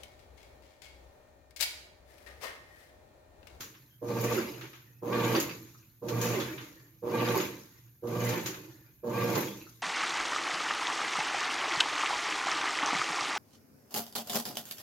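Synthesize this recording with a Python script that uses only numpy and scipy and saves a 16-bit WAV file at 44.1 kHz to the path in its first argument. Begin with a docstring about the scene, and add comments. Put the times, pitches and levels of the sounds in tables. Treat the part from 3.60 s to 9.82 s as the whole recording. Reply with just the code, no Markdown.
"""Rhythmic sloshing over a buzzing motor: a top-load washer agitates, lid open, in a small laundry room.
Once a second the motor switches on, runs its gears up to speed and brakes, then turns the other way.
Each stroke raises a wave that builds, slaps the basket, swings back and runs off in drips.
The water is swarms of ringing bubbles over noise; gear grinding and churning ring the tub's modes."""
import sys
import numpy as np
from scipy import signal
from scipy.fft import rfft, irfft, next_fast_len
from scipy.io import wavfile
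from scipy.ndimage import map_coordinates

SR = 44100
rng = np.random.default_rng(int(sys.argv[2]) if len(sys.argv) > 2 else 0)


def generate_wav(signal):
    """Clip the signal to [-1, 1] and save it as 16-bit WAV at the path in sys.argv[1]."""
    frames = np.transpose(np.atleast_2d(signal))
    scaled = np.clip(frames, -1, 1) * 32767
    pcm = np.round(scaled).astype(np.int16)
    wavfile.write(sys.argv[1], SR, pcm)


N = 274302
TIME = np.arange(N) / SR
BUZZ_HZ = 119.7  # twice mains
# agitator strokes, out and back by turns: on/s, off/s, effort/dB, throb/dB, gear speed factor,
# growl/dB, whine/dB, churn/dB, splash/dB, spray/dB
STROKES = [(-.59, -0.241, 5, -5, 1, 4, 0, 1.5, 0.5, -1), (.413, 0.741, -2.5, -5, 0.98, 1, -1.5, 0, .5, -.5),
           (1.417, 1.74, -.5, 1.5, .99, 0.5, 2, -5.5, 1, 1),
           (2.416, 2.74, -3, -2.5, 0.99, 2.5, -2, 1, 1, 0),
           (3.421, 3.745, -1.5, 5, .997, 0, .5, -2.5, .5, 0),
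           (4.422, 4.725, -4, 2, 1.01, 3.5, -2.5, .5, 0, -.5),
           (5.429, 5.758, -1, 1.5, 1, -0.5, 0, -0.5, -1.5, 0.5)]


def amp(db):
    """Decibels to gain."""
    return 10 ** (np.asarray(db) / 20)


def unit(x):
    """Scale to rms 1."""
    return x / np.sqrt(np.mean(x ** 2) + 1e-20)


def curve_at(points, hz):
    """Interpolate on a log-frequency axis."""
    f, value = np.transpose(points)
    return np.interp(np.log(hz + 1), np.log(f + 1), value)


def colour(x, spectrum, db_scale=1):
    """Filter by a spectrum: f/Hz, gain/dB."""
    size = next_fast_len(x.shape[-1] + 2048)
    gain = amp(db_scale * curve_at(spectrum, np.fft.rfftfreq(size, 1 / SR)))
    return irfft(rfft(x, size) * gain, size)[..., :x.shape[-1]]


def spread(pair):
    """Blend two unrelated signals: shared bass, wide treble."""
    coherence = [(60, 1), (150, 0.95), (380, 0.92), (700, 0.17), (1250, 0.23), (2400, 0.042), (4400, 0.046),
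                 (15000, 0.032)]  # f/Hz, left-right correlation
    size = next_fast_len(N)
    mid, side = rfft(pair, size)
    same = np.clip(curve_at(coherence, np.fft.rfftfreq(size, 1 / SR)), -1, 1)
    mid, side = mid * np.sqrt(1 + same), side * np.sqrt(1 - same)
    return irfft(np.array([mid + side, mid - side]), size)[:, :N]


def wander(t, per_s):
    """Smooth random curve, rms about 1."""
    return map_coordinates(rng.standard_normal(2048), [t * per_s], order=2, mode="wrap")


def add(mix, start_s, sound):
    """Mix in at start_s, cropped to the mix."""
    start = round(start_s * SR)
    sound = sound[..., max(-start, 0):]
    part = mix[..., max(start, 0):][..., :sound.shape[-1]]
    part += sound[..., :part.shape[-1]]


def room(x, t60_factor=1):
    """Stereo reverberation: dense echoes, each band dying at its own rate."""
    decay = [(100, 1), (250, 1), (600, 0.26), (1500, 0.87), (5000, 0.72), (14000, 0.58)]  # room decay: f/Hz, t60/s
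    hz, t, noise = signal.stft(rng.standard_normal((2, SR)), SR, nperseg=256)
    t60_s = t60_factor * curve_at(decay, hz)[:, None]
    tail = signal.istft(noise * amp(-60 * t / t60_s), SR, nperseg=256)[1]
    tail[:, :200] = 0  # pre-delay
    return signal.fftconvolve(np.atleast_2d(x), tail / np.linalg.norm(tail[0]), axes=1)[:, :N]


def tub(x):
    """Ring the modes of tub and cabinet."""
    modes = [(79, 7.1, -13), (125.6, 10, 1), (142.4, 16, -4.5), (171, 16.6, -1.5), (199, 12, -0.5),
             (231, 15.7, 1), (289.5, 10.7, 3), (321.7, 22.4, 4), (373, 19.4, -0.5), (450.4, 22.6, -0.5),
             (483, 37, -5), (510, 8.2, -4), (545.8, 11.3, -1), (578, 6.7, -5.5), (770, 98, -12),
             (894, 12.5, -0.5), (918, 13, -17), (996, 32, -5.5), (1113, 10, -13), (1120, 8, -20)]  # f/Hz, width/Hz, level/dB
    size = next_fast_len(N + SR // 2)
    hz = np.fft.rfftfreq(size, 1 / SR)
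    response = sum(amp(db) * 1j * hz * width / (f ** 2 - hz ** 2 + 1j * hz * width)
                   for f, width, db in modes)
    return irfft(rfft(x, size) * response, size)[..., :N]


def room_tone():
    """Steady low rumble with a trace of hiss."""
    spectrum = [(20, -18), (55, 0.5), (90, 1), (120, 14), (170, -0.5), (300, -8.5), (500, -23),
                (800, -22.5), (1200, -39), (2000, -40.5), (5000, -57), (9000, -22), (13000, -12),
                (16000, -26.5)]  # f/Hz, density/dB
    return amp(-61.5) * unit(colour(spread(rng.standard_normal((2, N))), spectrum))


def mains_hum():
    """Faint tone, wavering in level."""
    return amp(-64 + 1.8 * wander(TIME, 9.9)) * np.sin(2 * np.pi * BUZZ_HZ * TIME)


def squeaks():
    """Something wet rubs in the tub: thin, fuzzy tones that swell and fade."""
    rubs = [(0.303, 0.11, 3170, -70), (0.322, 0.098, 1560, -76), (1.266, .09, 1810, -69),
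            (3.15, 0.2, 1780, -65.5), (4.152, .13, 2000, -72), (5.086, 0.28, 1800, -69)]  # t/s, length/s, f/Hz, level/dB
    out = np.zeros((2, N))
    for start_s, length_s, hz, db in rubs:
        t = np.arange(0, length_s, 1 / SR)
        fuzz = np.array([wander(t, 300) + 1j * wander(t, 300) for _ in out])
        tone = unit((fuzz * np.exp(2j * np.pi * hz * t)).real)
        add(out, start_s, amp(db) * np.sin(np.pi * (t / length_s) ** 0.42) * tone)
    return out


def motor_buzz(t, speed, swing, throb, growl_db):
    """Magnetic buzz; its overtones lag as the motor takes up the load."""
    harmonics = [(1, -36.5, 0.18), (2, -49, 0.082), (3, -47.5, 0.012), (4, -40, 0.015), (5, -48.5, 0.027),
                 (6, -52.5, 0.22), (10, -57.5, 0.082)]  # multiple, level/dB, swell/s
    out = np.zeros(len(t))
    for k, db, swell_s in harmonics:
        level = amp(db + 2 * wander(t, 36.8)) * np.sqrt(2) * np.minimum(t / swell_s, 1)
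        level *= throb if k > 1 else amp(growl_db)
        lag_turns = 0.067 * (k - 1) * (speed + 0.3 * swing)
        out += level * np.sin(2 * np.pi * (k * BUZZ_HZ * t + rng.random() - lag_turns))
    return out


def gear_tones(tones, t, speed, waver, flutter_db):
    """Tones that follow the shaft, wavering with the play between the teeth."""
    out = np.zeros(len(t))
    for hz, db in tones:
        level = amp(db + flutter_db * wander(t, 40.1)) * np.sqrt(2)
        turns = np.cumsum(hz * speed * (1 + waver * wander(t, 60.3))) / SR
        out += level * np.sin(2 * np.pi * (turns + rng.random()))
    return out


def stroke(on_s, off_s, effort_db, throb_db, pace, growl_db, whine_db):
    """One run-up and braking of motor and gears; returns tones and grinding envelope."""
    low_tones = [(75, -64.5), (175, -43.5), (192, -49), (232, -45), (287, -56), (493, -43.5), (560, -63)]  # gear and belt growl at full speed: f/Hz, level/dB
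    high_tones = [(697, -56.5), (793, -58), (872, -51.5), (899, -55), (925, -49), (1118, -53),
                  (1146, -46.5), (1174, -45.5), (1608, -52), (1862, -67.5), (2320, -57), (2425, -53)]  # whine at full speed: f/Hz, level/dB
    run_up_s, braking_s, throb_hz, first_throb_s = 0.115, 0.18, 13.93, 0.1308
    mesh_hz, mesh_db, inrush_db = 464, -39, 1.5
    boom_hz, boom_width_hz, boom_db = 355, 36, 7.7  # tub resonance swept by the mesh tone
    t = np.arange(int(0.7 * SR)) / SR
    coast_s = np.maximum(t - (off_s - on_s), 0)
    run_up = np.minimum(t / run_up_s, 1)
    speed = run_up * np.exp(-coast_s / braking_s)
    swing = np.cos(2 * np.pi * throb_hz * (t - first_throb_s)) * speed  # a steady throb, about fourteen times a second
    throb = amp(throb_db * (swing + 0.28))
    current = np.exp(-coast_s / 0.015) * amp(inrush_db * (1 - run_up))
    buzz = current * motor_buzz(t, speed, swing, throb, growl_db)
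    shaft = pace * speed * (1 - 0.0035 * swing)
    boom = amp(boom_db * np.exp(-((mesh_hz * shaft - boom_hz) / boom_width_hz) ** 2))
    backlash = np.minimum(coast_s / 0.0068, 1)  # braking loads the teeth's other flank
    mesh = gear_tones([(mesh_hz, mesh_db)], t, shaft, waver=0.012, flutter_db=2.5)
    mesh *= boom * amp(4.4 * backlash) * speed ** 2.6
    growl = gear_tones(low_tones, t, shaft, waver=0.017, flutter_db=1)
    growl *= np.sqrt(throb) * amp(growl_db) * speed ** 2.9
    # panels sing near their own pitches, only close to full speed
    whine = gear_tones(high_tones, t, speed ** 0.5, waver=0.0057, flutter_db=2.5)
    whine *= throb * amp(whine_db) * speed ** 3.7
    torque = 1 + 0.33 * np.cos(2 * np.pi * BUZZ_HZ * t)
    grind = np.minimum(t / 0.016, 1) * np.exp(-coast_s / 0.072)
    grind *= amp(3.5 * speed + 6.84 * backlash) * torque * np.sqrt(throb)
    return buzz + amp(effort_db) * (mesh + growl + whine), amp(effort_db) * grind


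def drive():
    """Motor and gears, heard directly, through the cabinet and from the room."""
    grind_spectrum = [(30, -46.5), (90, -16.5), (150, 0.5), (330, 2), (600, 0.5), (800, -1.5), (1170, -6),
                      (1500, -14.5), (4000, -44), (16000, -48)]  # gear friction: f/Hz, density/dB
    rasp_spectrum = [(300, -27.5), (700, -8.5), (900, 8.5), (970, 5), (1170, 11.5), (1250, -13.5),
                     (1520, -21), (1610, 7), (1700, -21), (2150, -23.5), (2400, -13), (2750, -16),
                     (4500, -20.5), (12000, -16.5)]  # panels under full load: f/Hz, density/dB
    tones, strength = np.zeros(N), np.zeros(N)
    for on_s, *motor, _churn, _splash, _spray in STROKES:
        tone, grind = stroke(on_s, *motor)
        add(tones, on_s, tone)
        add(strength, on_s, grind)
    friction = spread(rng.standard_normal((2, N)))
    grinding = amp(-39.5) * unit(tub(strength * colour(friction, grind_spectrum)))
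    rasp = amp(-51.5) * unit(strength ** 2 * colour(friction, rasp_spectrum))  # harder is brighter
    return tones + grinding + rasp + amp(-14) * spread(room(tones + grinding[0]))


def drops():
    """Each falling drop traps a bubble that rings briefly in the tub."""
    impacts = [(.777, 1360, -26), (1.752, 4660, -26.5), (1.895, 2550, -33), (1.897, 4780, -38.5),
               (2.148, 1240, -50), (2.228, 2530, -55.5), (2.808, 3420, -30), (3.798, 1300, -32),
               (5.875, 3300, -39.5), (5.925, 3500, -42), (6.015, 2620, -42.5), (6.067, 1320, -45)]  # t/s, f/Hz, level/dB
    out, t = np.zeros(N), np.arange(SR // 8) / SR
    envelope = np.exp(-t / 0.0023) * np.minimum(t / 0.0006, 1)
    for start_s, hz, db in impacts:
        add(out, start_s, amp(db) * np.sin(2 * np.pi * hz * t * (1 + t)) * envelope)
    return out + amp(3.5) * room(out, t60_factor=0.26)


def slaps():
    """Sheets of water hit the basket and break into crackle."""
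    hits = [(.008, -26, 5.5, 0.32), (.143, -42, -24, 0.23), (0.485, -35.5, 1, 0.25),
            (0.6112, -25.5, 39, 0.16), (.6416, -24, 18, 0.15), (0.7253, -26, 5, 0.4),
            (1.0125, -32, -9, 0.41), (1.134, -38, -9, 0.41), (1.5292, -24, -20.5, 0.23),
            (1.7522, -17, -23.5, .26), (1.8018, -16.5, 14, 0.16), (1.894, -30, -7, 0.2),
            (2.486, -25, 2, 0.24), (2.6162, -21, 10.5, 0.57), (2.8015, -23.5, -3, 0.27),
            (2.981, -28.5, -26, 0.21), (3.012, -35.5, -4, 0.45), (3.689, -25, -1.5, 0.25),
            (3.8025, -21.5, -9, 0.26), (4.472, -39.5, -3, 0.51), (4.6496, -24, 34, 0.12),
            (4.692, -22.5, 7, 0.2), (4.8617, -20, 5, .28), (4.944, -32, -10, 0.27), (5.7556, -19, 3, 0.16),
            (5.906, -40, 31, .15)]  # t/s, level/dB, treble/dB, t60/s
    out, t = np.zeros((2, N)), np.arange(SR // 3) / SR
    for start_s, db, treble_db, t60_s in hits:
        crackle = rng.standard_normal((2, len(t))) * amp(wander(t, 920))
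        spectrum = [(300, -27), (1200, 4), (3500, 0.5), (7000, treble_db - 5.5), (15000, treble_db - 13)]
        envelope = np.minimum(t / 0.0021, 1) * amp(-60 * t / t60_s)
        add(out, start_s - 0.003, amp(db - 12.5) * unit(colour(crackle, spectrum)) * envelope)
    return out


def bubbles(per_s, size_db, cycles, low_hz, high_hz, pitches):
    """Random bubbles, each rising in pitch as it rings down."""
    out, t = np.zeros((2, N)), np.arange(1500) / SR
    for hz in np.geomspace(low_hz, high_hz, pitches):
        age = t * hz / cycles
        glide = 1 + 0.025 * np.minimum(age, 3)
        ring = np.sin(2 * np.pi * hz * t * glide) * np.exp(-age) * (1 - np.exp(-t * hz))
        when, size, side = rng.random((max(int(per_s * N / SR / pitches), 1), 3)).T
        level = amp(size_db * np.minimum(-np.log(1 - size), 5))
        clicks = np.zeros((2, N))
        clicks[:, (when * N).astype(int)] = level * [np.cos(np.pi * side), np.sin(np.pi * side)]
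        out += signal.oaconvolve(clicks, hz * ring[None], axes=1)[:, :N]
    return unit(out)


def swarm(grains, spectrum, wash_db, echo_db):
    """Bubbles echo round the steel basket, over a wash of smaller ones."""
    echoed = unit(grains + amp(echo_db) * room(grains, t60_factor=0.11))
    return colour(spread(echoed + amp(wash_db) * rng.standard_normal((2, N))), spectrum)


def waves(shapes, strengths_db, steepness):
    """Envelope: each stroke's wave builds, holds, collapses, swings back once and runs off."""
    run_off_db_per_s, backwash_delay_s, backwash_width_s = 48, 0.301, 0.061
    power = np.zeros(N)
    for k, ((on_s, off_s, *_), strength_db) in enumerate(zip(STROKES, strengths_db)):
        peak_db, rise_s, hold_s, fall_db_per_s, run_off_db, backwash_db = shapes[k % 2]
        build = np.clip((TIME - on_s) / rise_s, 0, 1) ** steepness
        settling_s = np.maximum(TIME - off_s - hold_s, 0)
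        release = amp(np.maximum(-fall_db_per_s * settling_s, run_off_db - run_off_db_per_s * settling_s))
        backwash = np.exp(-((TIME - off_s - backwash_delay_s) / backwash_width_s) ** 2)
        power += (amp(peak_db + strength_db + backwash_db * backwash) * build * release) ** 2
    return np.sqrt(power)


def surge(wave, sound, lump_db, lumps_per_s):
    """Swell and sink with the wave, in uneven lumps."""
    return wave * amp(lump_db * wander(TIME, lumps_per_s)) * unit(sound)


def trickle(swirl):
    """Run-off from the basket wall plinks in the tub, fading with the swirl."""
    plinks = bubbles(per_s=64, size_db=1.5, cycles=31, low_hz=1300, high_hz=2528, pitches=24)
    ringing = plinks + amp(-2) * room(plinks, t60_factor=0.64)
    return amp(-31.5) * surge(swirl ** 0.71, ringing, lump_db=-5, lumps_per_s=14)


def water():
    """Deep churning of the load, surface splashes, fine spray and trickle."""
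    # bubble spectra: f/Hz, density/dB
    churn_spectrum = [(30, -23), (85, -20.5), (125, 4.5), (250, -4.5), (340, 6), (470, -4), (600, -1),
                      (920, -3.5), (1400, -18), (4000, -37)]
    splash_spectrum = [(150, -21), (450, 4.5), (750, -4.5), (1000, 0.5), (1400, -3), (1900, -1), (2450, 0),
                       (3100, -6.5), (4500, -11.5), (7000, -27), (16000, -61)]
    spray_spectrum = [(800, -45), (2500, -8), (3800, 0), (5500, -0.5), (7000, -1), (10000, -0.5),
                      (13000, -1.5), (16000, -9)]
    # wave shapes, a row per direction: peak/dB, rise/s, hold/s, fall/(dB/s), run-off/dB, backwash/dB
    churn_wave = [(-39.5, .40, 0.1, 93, -12.5, 3), (-40, 0.49, 0.14, 63.5, -12.5, 3)]
    splash_wave = [(-41, 0.19, 0.063, 108, -13.5, -0.074), (-42.5, 0.25, 0.038, 75.5, -9, 1.5)]
    spray_wave = [(-42, 0.38, 0.065, 102, -6, -1), (-45.5, 0.22, 0.029, 58, 0.5, 0.53)]
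    *_, churn_db, splash_db, spray_db = np.transpose(STROKES)
    swirl = waves(churn_wave, churn_db, steepness=2.6)
    crest = waves(splash_wave, splash_db, steepness=1.79)
    mist = waves(spray_wave, spray_db, steepness=1.09)
    deep = bubbles(per_s=240, size_db=1.5, cycles=3.75, low_hz=124.9, high_hz=911, pitches=14)
    middle = bubbles(per_s=2000, size_db=2.5, cycles=9.1, low_hz=801, high_hz=6026, pitches=48)
    fine = bubbles(per_s=2400, size_db=5, cycles=9.1, low_hz=2814, high_hz=15270, pitches=28)
    churn = tub(swarm(deep, churn_spectrum, wash_db=12, echo_db=3))
    churn = surge(swirl, churn, lump_db=1, lumps_per_s=35)
    splash = swarm(middle, splash_spectrum, wash_db=1, echo_db=-0.5)
    splash = surge(crest, splash, lump_db=1.35, lumps_per_s=70)
    spray = swarm(fine, spray_spectrum, wash_db=4.5, echo_db=5)
    spray = surge(mist, spray, lump_db=1.03, lumps_per_s=190)
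    return amp(-1.5) * churn + amp(3) * splash + amp(1.1) * spray + trickle(swirl)


def scene():
    """Drive and water over room tone and hum."""
    return drive() + water() + slaps() + drops() + squeaks() + room_tone() + mains_hum()


def record(dry):
    """Two small microphones with uneven treble, then a band limit."""
    balance = [(110, -2), (250, 0.5), (400, -3.5), (700, -1.5), (1300, 1), (4000, -0.5), (8000, 2),
               (15000, -1.1)]  # left-right tilt, scaled per channel: f/Hz, gain/dB
    response = [(5500, -0.5), (6800, 5.5), (7300, -2.5), (7700, -12.5), (8600, -10), (10300, -5.5),
                (12000, 3), (13200, 4), (14800, 3), (16000, -1.5)]  # f/Hz, gain/dB
    pair = np.array([colour(dry[0], balance, db_scale=0.97), colour(dry[1], balance, db_scale=-0.73)])
    lowpass = signal.firwin(511, cutoff=15900, window=("kaiser", 9), fs=SR)
    return signal.oaconvolve(colour(pair, response), lowpass[None], "same")


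dry = scene()
out = record(dry)
generate_wav(out)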